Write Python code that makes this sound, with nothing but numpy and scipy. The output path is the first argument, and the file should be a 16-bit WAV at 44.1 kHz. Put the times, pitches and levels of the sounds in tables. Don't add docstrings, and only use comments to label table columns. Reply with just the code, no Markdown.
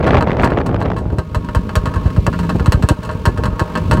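import sys
import numpy as np
from scipy.fft import rfft, irfft, next_fast_len
from scipy.io import wavfile
from scipy.ndimage import uniform_filter1d, map_coordinates

SR = 44100
rng = np.random.default_rng(int(sys.argv[2]) if len(sys.argv) > 2 else 0)


def put_to_file(sound):
    columns = np.atleast_2d(sound).T
    safe = np.clip(columns, -1, 1)
    whole_steps = np.round(safe * 32767)
    wavfile.write(sys.argv[1], SR, whole_steps.astype(np.int16))


N = 176400

# (frequency [Hz], width [Hz], gain [dB])
PIPE_MODES = [(303, 22, -3), (450, 30, -3), (505, 25, -1), (616, 32, 2), (792, 30, -11), (948, 50, 3),
              (1082, 34, 6), (1245, 38, -2), (1396, 32, -2), (1556, 34, -2), (1705, 32, -3),
              (2630, 140, -7), (2950, 80, -11), (4020, 70, -6), (4360, 90, -6)]
PIPE_TOP_HZ, SILENCER_TOP_HZ = 1750, 260


def amp(db):
    return 10 ** (np.asarray(db) / 20)


def unit(x):
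    return x / np.sqrt(np.mean(x ** 2) + 1e-20)


def curve(rows):
    return np.interp(np.arange(N) / SR, *np.transpose(rows))


def wobble(rate):
    return map_coordinates(rng.standard_normal(4096), [np.arange(N) * rate / SR], mode="wrap")


def grid():
    return np.fft.rfftfreq(2 * next_fast_len(N // 2 + SR // 4), 1 / SR)


def filtered(x, response):
    return irfft(rfft(x, 2 * len(response) - 2) * response)[:N]


def colour(points):
    hz, db = np.transpose(points)
    gain = amp(np.interp(np.log(grid() + 1), np.log(hz), db))
    cepstrum = irfft(np.log(gain))
    half = len(cepstrum) // 2
    h = np.exp(rfft(np.r_[cepstrum[0], 2 * cepstrum[1:half]], len(cepstrum)))
    return h / np.sqrt(np.mean(abs(h) ** 2))


def resonances(modes, top_hz):
    f = grid()
    h = sum(amp(db) * 1j * f * width / (hz * hz - f * f + 1j * f * width) for hz, width, db in modes)
    h = h / (1 + np.sqrt(2) * 1j * f / top_hz - (f / top_hz) ** 2)
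    return h / np.sqrt(np.mean(abs(h) ** 2))


def noise(response):
    return unit(filtered(rng.standard_normal(N), response))


def even(x):
    power = np.abs(uniform_filter1d(x * x, size=1800)) + 1e-9
    return unit(x / power ** 0.16)


def add(track, start_s, x):
    part = track[max(round(start_s * SR), 0):][:len(x)]
    part += x[:len(part)]


def exhaust_stream(clear_s=1.242, fade_s=0.023):
    # (time [s], level [dB])
    strength = [(0, -19), (.04, -16), (.09, -12), (.125, -15), (.17, -10), (.21, -15), (.26, -18),
                (.32, -16), (.36, -18), (.45, -12), (.51, -18), (.582, -16), (.65, -22), (.70, -19),
                (.79, -21), (.86, -17), (.92, -21), (.95, -27), (1.2, -30)]
    # (frequency [Hz], gain [dB])
    buffet_spectrum = [(20, -15), (55, 5), (100, 1.5), (200, -1), (450, -4), (900, -14), (1500, -31),
                       (3000, -64), (6000, -65)]
    # (frequency [Hz], gain [dB])
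    splutter_spectrum = [(100, -10), (500, 10), (1100, 8), (2200, -1.5), (3500, -12.5), (5000, -23),
                         (8000, -36), (16000, -67)]
    # (time [s], level [dB])
    spits = [(.029, -15), (.043, -11), (.107, -7), (.133, -13), (.153, -12), (.169, -9), (.180, -11),
             (.306, -15), (.317, -14), (.369, -17), (.397, -14), (.415, -15), (.434, -8), (.474, -11),
             (.573, -14), (.586, -15), (.614, -19), (.692, -19), (.744, -15), (.763, -18), (.815, -16),
             (.858, -16), (.902, -19), (.917, -19)]
    strength_db, t = curve(strength), np.arange(N) / SR
    peak_db = strength_db.max()
    eddy = wobble(260)
    gusts = unit(amp(2.5 * eddy)) * rng.standard_normal(N)
    buffet = filtered(gusts, colour(buffet_spectrum)) * amp(strength_db + 1.5)
    splutter_db = peak_db - 7.5 + 1.56 * (strength_db - peak_db)
    spray = unit(amp(4.8 * (eddy + wobble(900)))) * amp(splutter_db)
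    spit = np.exp(-t[:SR // 20] / 0.002)
    for start_s, db in spits:
        add(spray, start_s, amp(db + 3) * spit)
    splutter = filtered(spray * rng.standard_normal(N), colour(splutter_spectrum))
    return (buffet + splutter) * np.clip((clear_s - t) / fade_s, 0, 1)


def silencer_drone(strokes):
    # (frequency [Hz], width [Hz], gain [dB])
    modes = [(56, 24, -1), (78, 26, 0), (102, 22, -2), (150, 30, -8), (235, 50, -17)]
    # (time [s], level [dB])
    level = [(0, -29.5), (1.0, -20), (1.16, -20), (1.23, -36), (1.33, -21.5), (1.45, -24), (2.0, -19),
             (2.5, -21.5), (2.65, -19.5), (2.97, -33), (3.08, -22.5), (3.24, -23.5), (3.5, -16),
             (3.66, -33), (4, -6)]
    return amp(curve(level)) * even(filtered(strokes, resonances(modes, SILENCER_TOP_HZ)))


def pipe_boom(strokes, hz=170, width_hz=24):
    # (time [s], level [dB])
    level = [(0, -34.5), (1.0, -35.5), (1.28, -32), (1.45, -26), (1.65, -31.5), (2.1, -39), (2.33, -24),
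             (2.52, -18), (2.66, -32.5), (2.97, -35), (3.12, -39), (3.4, -59), (3.7, -31), (3.79, -17.5),
             (3.88, -32), (4, -50)]
    mode = resonances([(hz, width_hz, 0)], SILENCER_TOP_HZ)
    return amp(curve(level)) * even(filtered(strokes, mode))


def gas_flow(pulsing, top_hz=556):
    # (time [s], level [dB])
    level = [(0, -59.5), (.95, -49.5), (1.14, -35.5), (1.27, -35.5), (1.42, -32), (1.65, -31.5), (2.0, -25),
             (2.45, -46), (2.62, -26), (2.87, -45), (2.97, -31), (3.12, -25.5), (3.22, -31), (3.53, -26),
             (3.7, -24), (4, -30)]
    pipe = resonances(PIPE_MODES, PIPE_TOP_HZ) / (1 + 1j * grid() / top_hz)
    return amp(curve(level) - 5) * unit(filtered(pulsing * rng.standard_normal(N), pipe))


def background_hiss(pulsing):
    # (time [s], level [dB])
    heard_level = [(0, -65), (1.0, -48), (1.27, -44.5), (1.6, -40.5), (2.0, -38.5), (2.4, -37),
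                   (2.65, -37.5), (2.8, -39.5), (2.98, -40.5), (3.2, -39), (3.5, -41), (3.7, -37), (4, -35)]
    # (frequency [Hz], gain [dB])
    spectrum = [(100, -6), (450, 18), (800, -13), (1600, -36), (2100, 0), (2700, -1), (3400, -4.5),
                (4300, -6.5), (5500, -11.5), (8000, -16), (10500, -20.5), (16000, -22)]
    return amp(curve(heard_level)) * pulsing * noise(colour(spectrum))


def unfired_strokes(strokes_per_s=52, rate_scatter=0.14, level_scatter_db=6, pulse_depth=0.25):
    phase = np.cumsum(strokes_per_s * (1 + rate_scatter * wobble(25))) / SR
    kicks = np.diff(np.floor(phase), prepend=0) * amp(level_scatter_db * rng.standard_normal(N))
    strokes = unit(kicks) + rng.standard_normal(N)
    pulsing = unit(1 + pulse_depth * np.cos(2 * np.pi * phase))
    return silencer_drone(strokes) + pipe_boom(strokes) + gas_flow(pulsing) + background_hiss(pulsing)


def firings(crack_db=-19, ring_db=21, echo_s=0.0064, echo_db=-9):
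    # (time [s], level [dB], extra treble [dB], burn decay [s])
    pops = [(0.067, -13.5, -7, 0.021), (0.209, -11.5, -11, 0.0048), (.225, -10, -10.5, 0.0027),
            (0.282, -21, -15, 0.011), (0.423, -29, 11, 0.009), (0.444, -11, -1, 0.014),
            (0.504, -19, -7, 0.0043), (0.604, -23, -11, 0.0049), (0.662, -22, 7, 0.012),
            (.803, -35, 9, 0.012), (.823, -18.5, -4, 0.0069), (0.965, -22.5, -3, 0.018),
            (0.982, -33, 10.5, 0.018), (1.103, -28, -4, 0.0037), (1.124, -34.5, 1, .01),
            (1.185, -18, 1, 0.013), (1.347, -15.5, 2.5, 0.014), (1.446, -31.5, 6.5, 0.0076),
            (1.488, -20, -6, 0.009), (1.549, -14, 2, 0.015), (1.693, -19, -4.5, 0.0083),
            (1.7545, -13, 9, 0.013), (1.76, -34, 16, 0.012), (1.857, -17, 1, 0.019), (1.9395, -22, 3, .01),
            (1.959, -22, 0, .01), (2.043, -30, 0, .01), (2.061, -23, 0, .012), (2.103, -26, 0, .01),
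            (2.164, -21, 0, .012), (2.266, -11, -1, .009), (2.329, -21, -1, 0.022),
            (2.390, -20, 5.5, 0.016), (2.432, -26.5, 1.5, 0.029), (2.4934, -15.5, 0, 0.016),
            (2.557, -32.5, 9, 0.013), (2.597, -16.5, -4, 0.0072), (2.6596, -15, 1.5, 0.018),
            (2.7217, -11, 5.5, 0.014), (2.8247, -18, 4, 0.017), (2.888, -11, 7, 0.016),
            (3.030, -27, 8, 0.013), (3.050, -26, 7.5, 0.015), (3.092, -20, -10, 0.018),
            (3.113, -34, 10, 0.021), (3.2544, -11, 4.5, 0.017), (3.375, -21, 3.5, .012),
            (3.4367, -13.5, -1, 0.0088), (3.455, -16.5, 3, 0.013), (3.595, -12.5, 0.5, 0.016),
            (3.7539, -12.5, -6, 0.013), (3.774, -15.5, -0.5, 0.011), (3.912, -8.5, -1.5, 0.018),
            (3.931, -24, 14, 0.013), (3.972, -19, -6, .012)]
    # (frequency [Hz], gain [dB])
    crack_spectrum = [(150, -25), (500, -11), (780, -15), (1100, -2), (1650, -3), (1950, -13), (2300, -13),
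                      (2700, -5), (3150, -9), (3650, -11), (4000, -5), (4400, -5), (4800, -12), (5900, -12),
                      (6250, -17), (6800, -9), (7250, -16), (7900, -8), (8800, -16), (9600, -15),
                      (10200, -23), (11400, -20), (16000, -28)]
    shock_rise_s, burn_rise_s = 0.0007, 0.0014
    crack, pipe_drive, t = np.zeros(N), np.zeros(N), np.arange(SR // 8) / SR
    shock = lambda age: np.maximum(age / shock_rise_s, 0) * np.exp(1 - np.abs(age) / shock_rise_s)
    front = shock(t) + amp(echo_db) * shock(t - echo_s)
    for start_s, db, treble_db, decay_s in pops:
        burn = np.exp(-t / decay_s) * (1 - np.exp(-t / burn_rise_s))
        hardness = amp(0.57 * max(db + 25, 0))
        crack_noise, burn_noise = rng.standard_normal((2, len(t)))
        add(crack, start_s, amp(db + treble_db) * crack_noise * (hardness * front + burn))
        add(pipe_drive, start_s, amp(db + ring_db) * ((t == 0) + amp(-20) * burn_noise * burn))
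    flicker = amp(1.5 * wobble(490))
    crack = filtered(crack * flicker, colour(crack_spectrum))
    ring = filtered(pipe_drive, resonances(PIPE_MODES, PIPE_TOP_HZ))
    return amp(crack_db) * crack + ring


def gas_puffs(half_cycles=0.91, slowing=0.73):
    # (time [s], level [dB], pitch at mid-puff [Hz], turbulence [dB])
    puffs = [(1.132, -10.5, 90, -10), (1.189, -5.5, 113.4, -18.5), (1.372, -7, 78, -23),
             (1.5715, -1.5, 82.5, -28), (1.776, -1.5, 80, -24), (1.88, -8.5, 113, -33),
             (1.971, -6.5, 81, -21), (2.065, -1, 92.6, -23), (2.187, 0.5, 94, -24), (2.283, -4, 120, -8),
             (2.555, -6, 152, -6), (2.612, -5.5, 89, -16), (2.626, -14, 77.4, -30.5), (2.644, -36, 131, -5),
             (2.687, 4, 102.6, -30), (2.7503, -0.5, 93.5, -24), (2.777, -10.5, 127, -11.5),
             (2.798, -20, 127, -0.5), (2.843, 1, 108, -17.5), (2.9137, -0.5, 108.3, -11.5),
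             (3.2795, -1, 95, -19.5), (3.29, -17, 91, -4.5), (3.394, -9.5, 83.5, -12),
             (3.460, -8, 113, -9.5), (3.523, -10, 70, -28), (3.619, -4, 124, -10),
             (3.9338, -3.5, 92.6, -10.5), (3.982, -35, 80, 11)]
    # (frequency [Hz], gain [dB])
    eddy_spectrum = [(60, -10), (200, 0), (530, -4), (1200, -24), (4000, -60)]
    pressure, eddies, t = np.zeros(N), np.zeros(N), np.arange(-SR // 20, SR // 20) / SR
    for centre_s, db, hz, turbulence_db in puffs:
        cycles = np.log(np.maximum(1 + slowing * hz * t, 1e-3)) / slowing
        swell = amp(db) * np.exp(-(cycles / half_cycles) ** 2)
        add(pressure, centre_s + t[0], swell * np.sin(2 * np.pi * cycles))
        add(eddies, centre_s + t[0], swell * amp(turbulence_db))
    return pressure + eddies * noise(colour(eddy_spectrum))


def scene():
    return (firings() + gas_puffs() + unfired_strokes() + exhaust_stream())[None]


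def record(dry):
    low_cut_hz, top_hz, ceiling = 38, 16000, 0.96
    f = grid()
    x = filtered(dry[0], f ** 2 / np.hypot(f ** 2, low_cut_hz ** 2))
    rounded = x / (1 + np.abs(x / ceiling) ** 6) ** (1 / 6)
    return filtered(rounded, f < top_hz)[None]


dry = scene()
out = record(dry)
put_to_file(out)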